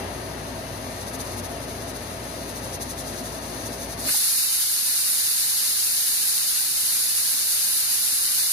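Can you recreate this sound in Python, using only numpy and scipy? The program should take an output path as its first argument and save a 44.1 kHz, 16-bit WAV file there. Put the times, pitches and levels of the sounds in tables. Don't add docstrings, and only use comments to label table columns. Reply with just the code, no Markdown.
import sys
import numpy as np
from scipy import signal
from scipy.fft import rfft, irfft, next_fast_len
from scipy.io import wavfile
from scipy.ndimage import uniform_filter1d

SR = 44100
rng = np.random.default_rng(int(sys.argv[2]) if len(sys.argv) > 2 else 0)


def dump_mix(stems):
    frames = np.atleast_2d(stems).T
    limited = np.clip(frames, -1, 1)
    pcm = np.round(limited * 32767).astype(np.int16)
    wavfile.write(sys.argv[1], SR, pcm)


def nominal_scale(level):
    x = np.asarray(level, float) / 20
    return 10 ** x


N = 375732
TIME_S = np.arange(N) / SR


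def curve(rows):
    time_s, level_db = np.transpose(rows)
    return np.interp(TIME_S, time_s, level_db)


def wander(rate_hz):
    lowpass = signal.butter(2, rate_hz, fs=SR / 64, output="sos")
    drift = signal.sosfiltfilt(lowpass, rng.standard_normal(N // 64 + 2))
    return np.interp(np.arange(N) / 64, np.arange(len(drift)), drift / drift.std())


def bump(peak_s, db, spread_s):
    return db * np.exp(-0.5 * ((TIME_S - peak_s) / spread_s) ** 2)


def ported_noise(colour, path, lo_hz, hi_hz, direct=1):
    size = next_fast_len(N)
    hz = np.fft.rfftfreq(size, 1 / SR)

    def column(rows, k):
        rows = np.array(rows)
        return np.interp(np.log(hz + 1), np.log(rows[:, 0] + 1), rows[:, k])

    common, own = rfft(rng.standard_normal((2, size)))
    share = np.clip(direct * column(path, 1), 0, 1)
    delayed = np.exp(-1j * column(path, 2)) * common
    left = share * delayed + np.sqrt(1 - share ** 2) * own
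    edges = 1 / np.sqrt((1 + (lo_hz / (hz + 1)) ** 40) * (1 + (hz / hi_hz) ** 40))
    ports = np.array([left * nominal_scale(column(colour, 1)), common * nominal_scale(column(colour, 2))])
    return np.sqrt(SR / 2) * irfft(ports * edges, size)[:, :N]


# pitch_hz [Hz], left_db [dB], right_db [dB]
MOTOR_TONES = [
    (56.75, -45.5, -46),
    (113.5, -58, -57),
    (120, -53, -53),
    (170.2, -53, -54),
    (227, -53, -54),
    (283.7, -49, -55),
]


def hum():
    turns = np.cumsum(1 + 0.002 * wander(1.5)) / SR
    tones = 0
    for pitch_hz, left_db, right_db in MOTOR_TONES:
        strength = nominal_scale([[left_db], [right_db]] + 0.77 * wander(8.2))
        tones = tones + strength * np.sin(2 * np.pi * (pitch_hz * turns + rng.random()))
    return np.sqrt(2) * tones


# pitch_hz [Hz], left_db, right_db [dB per Hz]
POT_COLOUR = [(32, -88, -86), (48, -82, -82), (62, -69, -70), (75, -70.5, -67), (92.7, -57, -57.5),
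              (129, -67, -65.5), (138, -59.5, -62), (168, -70, -69), (255, -59, -62.5), (313, -65, -69),
              (368, -58.5, -72), (379, -73.5, -63), (392, -64.5, -62.5), (428, -65.5, -64.5),
              (434, -65, -69.5), (488, -64, -68.5), (672, -63.5, -61.5), (734, -65.5, -75),
                  (934, -67, -68.5), (1045, -68.5, -82), (1250, -71, -69), (1420, -73, -82),
                  (1790, -70, -79.5), (2600, -78, -81.5), (2700, -78, -75), (3130, -78.5, -85.5)]
# pitch_hz [Hz], common_share [0-1], left_lag_rad [rad]
POT_COHERENCE = [(40, 1, 0), (247, 1, -0.42), (450, 0.57, .5), (705, 0.96, .5), (980, 0.36, 1.6),
                 (1380, 0.18, 3.5), (2240, 0.27, 7), (2800, 0.4, 8), (3200, 0, 6)]


def pot():
    noise = ported_noise(POT_COLOUR, POT_COHERENCE, 22, 3420)
    return noise * nominal_scale(0.48 * wander(2.4))


# start_s [s], level_db [dB peak], pitch_hz [Hz], t60_s [s]
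STEM_KNOCKS = [
    (4.143, -26, 835, 0.025),
]


def knocks():
    out, t = np.zeros(N), np.arange(4000) / SR
    for start_s, level_db, pitch_hz, t60_s in STEM_KNOCKS:
        decay = nominal_scale(level_db - 60 * t / t60_s)
        attack = np.minimum(t / 0.002, 1)
        out[round(start_s * SR):][:len(t)] += decay * np.sin(2 * np.pi * pitch_hz * t) * attack
    return out * nominal_scale([[2.5], [-2.5]])


# peak_s [s], swing_db [dB], rocking_hz [Hz], build_s [s], dying_s [s]
ROCKING_BOUTS = [(1.209, 7, 16, 0.16, 0.03), (1.42, -7, 15.3, .06, 0.07), (1.63, 4, 13, .06, .1),
                 (1.93, -4, 14.0, .12, .09), (2.186, -4, 6.8, .025, .03), (2.574, 4.2, 13, 0.13, 0.11),
                 (2.785, -10.5, 12.2, 0.058, 0.069), (2.909, 6, 11.2, 0.023, .2),
                 (3.229, -3.5, 13.3, .07, 0.087), (3.404, -3.5, 7.7, 0.033, 0.02),
                 (3.667, 6.5, 14, .025, 0.086), (3.882, -4.5, 8.6, 0.11, .03), (3.961, -10, 12, .025, .025)]


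def rocking():
    t = np.arange(0, N / SR, 0.002)
    swing = np.zeros(len(t))
    for peak_s, swing_db, rocking_hz, build_s, dying_s in ROCKING_BOUTS:
        from_peak = t - peak_s
        envelope = np.exp(-(from_peak / np.where(from_peak < 0, build_s, dying_s)) ** 2)
        swing += swing_db * np.cos(2 * np.pi * rocking_hz * from_peak) * envelope
    return np.interp(TIME_S, t, swing)


# pitch_hz [Hz], left_db, right_db [dB per Hz]
LEAK_COLOUR = [(3270, -78.5, -80.3), (4220, -73.0, -84.4), (5510, -77.3, -85.4), (6290, -72.1, -80.9),
               (7320, -85.2, -84.4), (7840, -84.8, -86.3), (8960, -80.5, -76.3), (10420, -72.3, -76.0),
               (10850, -75.2, -80.1), (11710, -84.5, -82.5), (12400, -83.2, -82.3), (13440, -86.5, -84.1),
               (14380, -92.2, -89.4), (15330, -89.9, -86.8)]
# start_s [s], level_db [dB]
LEAK_LEVEL = [
    (0.0, -48.5),
    (0.47, -49.5),
    (1.27, -45),
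    (1.55, -48),
    (2.88, -45),
    (3.76, -44.5),
    (3.9, -43.5),
]
# pitch_hz [Hz], common_share [0-1], left_lag_rad [rad]
LEAK_COHERENCE = [(40, 0.99, 0.0), (690, 0.78, 0.5), (1380, 0.28, 2.7), (2240, 0.33, 7.0),
                  (2760, 0.33, 7.0), (3270, 0.05, 10.0), (3790, 0.27, 14.1), (4480, 0.15, 17.6),
                  (4820, 0.43, 17.7), (5340, 0.13, 18.3), (5940, 0.41, 13.7), (6120, 0.48, 13.4),
                  (6550, 0.59, 14.2), (6980, 0.35, 14.7),
                  (7060, 0.35, 14.9), (7670, 0.29, 13.3), (8440, 0.26, 15.6), (9220, 0.37, 14.9),
                       (9650, 0.27, 15.9), (9910, 0.22, 19.9), (10590, 0.59, 21.6), (11540, 0.17, 26.5),
                       (12060, 0.39, 30.6), (12400, 0.68, 31.3), (12830, 0.62, 31.6), (13950, 0.15, 34.8),
                       (14640, 0.34, 37.8), (15420, 0.13, 37.5)]


def leak():
    split_hz, low_depth = 5380, 0.51
    level_db = curve(LEAK_LEVEL) + 45.5 + rocking() + 0.6 * wander(25)
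    path = LEAK_COHERENCE
    low = ported_noise(LEAK_COLOUR, path, 3380, split_hz, direct=0.58)
    high = ported_noise(LEAK_COLOUR, path, split_hz, 17000, direct=1.14)
    return low * nominal_scale(low_depth * level_db + 0.65) + high * nominal_scale(level_db)


# pitch_hz [Hz], left_db, right_db [dB per Hz]
LARGE_EDDIES = [(780, -79.0, -83.5), (1030, -76.8, -83.3), (1290, -73.8, -80.7), (1640, -69.0, -80.7),
                (2150, -70.2, -78.0), (2930, -69.3, -71.5), (3360, -71.6, -71.3), (3700, -63.5, -68.8),
                (4310, -58.6, -70.5), (5080, -60.7, -67.4), (5770, -65.6, -66.9), (6290, -62.8, -66.3),
                (6630, -63.1, -64.0), (6980, -65.9, -65.8)]
# pitch_hz [Hz], left_db, right_db [dB per Hz]
SMALL_EDDIES = [(7060, -66.7, -65.5), (7490, -68.4, -65.6), (8010, -67.0, -66.7), (8790, -66.8, -60.3),
                (9560, -60.1, -57.8), (10680, -58.2, -58.2), (11200, -60.8, -57.5), (11540, -64.6, -59.4),
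                (12400, -62.5, -61.6), (13010, -65.8, -65.9), (13950, -70.5, -67.3), (14300, -71.2, -65.8),
                (14990, -68.5, -65.8), (15330, -69.7, -65.9)]
# pitch_hz [Hz], common_share [0-1], left_lag_rad [rad]
JET_COHERENCE_LOW = [(600, 0.69, 0.3), (950, 0.55, 0.9), (1380, 0.7, 1.0), (2760, 0.25, 2.2),
                     (3100, 0.31, 3.0), (3270, 0.24, 3.5), (3450, 0.17, 6.4), (3960, 0.29, 7.9),
                     (4390, 0.14, 8.8), (4650, 0.21, 5.3), (4910, 0.27, 4.8), (5770, 0.09, 4.0),
                     (6720, 0.17, 10.9), (6980, 0.1, 9.2)]
JET_COHERENCE_HIGH = [(7060, 0.12, 9.8), (7490, 0.1, 11.9), (7920, 0.14, 10.6), (8960, 0.07, 13.2),
                      (9470, 0.4, 14.7), (9730, 0.3, 16.0), (9990, 0.25, 18.4), (10770, 0.6, 21.9),
                      (11280, 0.5, 24.5), (11710, 0.36, 27.4), (12140, 0.59, 29.1), (12920, 0.17, 31.7),
                      (13610, 0.12, 35.2), (15420, 0.42, 40.5)]
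# start_s [s], level_db [dB]
JET_LEVEL = [
    (3.97, -38),
    (4.0, -11),
    (4.04, -13.5),
    (4.075, -3),
    (4.12, 2),
    (4.2, 0.4),
    (4.3, 1),
    (4.45, 0),
    (8.52, 0.1),
]


def jet():
    falter_db = bump(6.7, db=-1.7, spread_s=0.04)
    level_db = curve(JET_LEVEL) - 26.5 + falter_db + 0.5 * wander(22)

    lead_db = bump(4.05, db=3, spread_s=0.02)
    roar = ported_noise(LARGE_EDDIES, JET_COHERENCE_LOW, 2870, 7100, direct=0.42)
    roar *= nominal_scale(lead_db - 5 + 31.5 + 0.22 * wander(16))

    fizz = ported_noise(SMALL_EDDIES, JET_COHERENCE_HIGH, 7260, 17500, direct=1.2)
    fizz *= nominal_scale(26.5 + 0.53 * wander(8.8))

    swell_db = bump(4.09, db=10, spread_s=0.01)
    body = ported_noise(LARGE_EDDIES, JET_COHERENCE_LOW, 740, 2976, direct=1.03)
    body *= nominal_scale(swell_db + 26 + 0.32 * wander(8.3))
    return (body + roar + fizz) * nominal_scale(level_db + [[-0.25], [0.25]])


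def scene():
    duck_from_s, duck_time_s, duck_db = 4.075, 0.059, -17.5
    since_s = np.maximum(TIME_S - duck_from_s, 0)
    ducking = nominal_scale(duck_db * (1 - np.exp(-since_s / duck_time_s)))
    return (hum() + pot() + leak()) * ducking + jet() + knocks()


# pitch_hz [Hz], left_db, right_db [dB per Hz]
MICROPHONE_COLOUR = [(20, -88, -92), (45, -90, -93), (70, -93, -86), (300, -95, -91)]


def microphone_rumble():
    return ported_noise(MICROPHONE_COLOUR, POT_COHERENCE, 15, 360)


# pitch_hz [Hz], level_db [dB]
MASKING_THRESHOLD = [(1900, -16), (2300, -3.5), (2900, -4), (3500, -6), (4000, -13), (6500, -13),
                     (7400, -5.5), (8100, -5), (8800, -12.5), (11800, -8.5), (12600, -10.5), (13300, -3.5),
                     (14300, -4), (15100, -6)]


def thin_spectrum(x, contrast, top_hz):
    turn = np.array([[1, 0.86], [1, -0.98]]) / np.sqrt(2)
    frame = dict(window="cosine", nperseg=2048, noverlap=1024)
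    hz, t, z = signal.stft(turn @ x, SR, **frame)
    power = abs(z) ** 2 + 1e-20
    bin_hz = hz[:, None]

    prominence = power / uniform_filter1d(power, size=21, axis=1)
    z = z * prominence ** (contrast * np.clip(bin_hz / 900, 0, 1))

    near = uniform_filter1d(power, size=5, axis=1)
    wide = uniform_filter1d(power * (bin_hz > 2000), size=150, axis=1)
    threshold_db = np.interp(hz, *np.transpose(MASKING_THRESHOLD))
    masked = near < wide * nominal_scale(2 * threshold_db)[:, None]
    z = z * np.where(masked, 0.02, 1)

    cut_out = uniform_filter1d(rng.standard_normal(len(t)), size=2) > 0.25
    z = z * (bin_hz < top_hz - 260 * cut_out)
    y = turn @ signal.istft(z, SR, **frame)[1][:, :N]
    return y * np.sqrt(np.mean(x ** 2) / np.mean(y ** 2))


def band_limit(x):
    return signal.sosfilt(signal.butter(12, 15560, fs=SR, output="sos"), x)


def record(dry):
    mix = thin_spectrum(dry + microphone_rumble(), contrast=0.11, top_hz=15500)
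    return band_limit(mix)


dry = scene()
out = record(dry)
dump_mix(out)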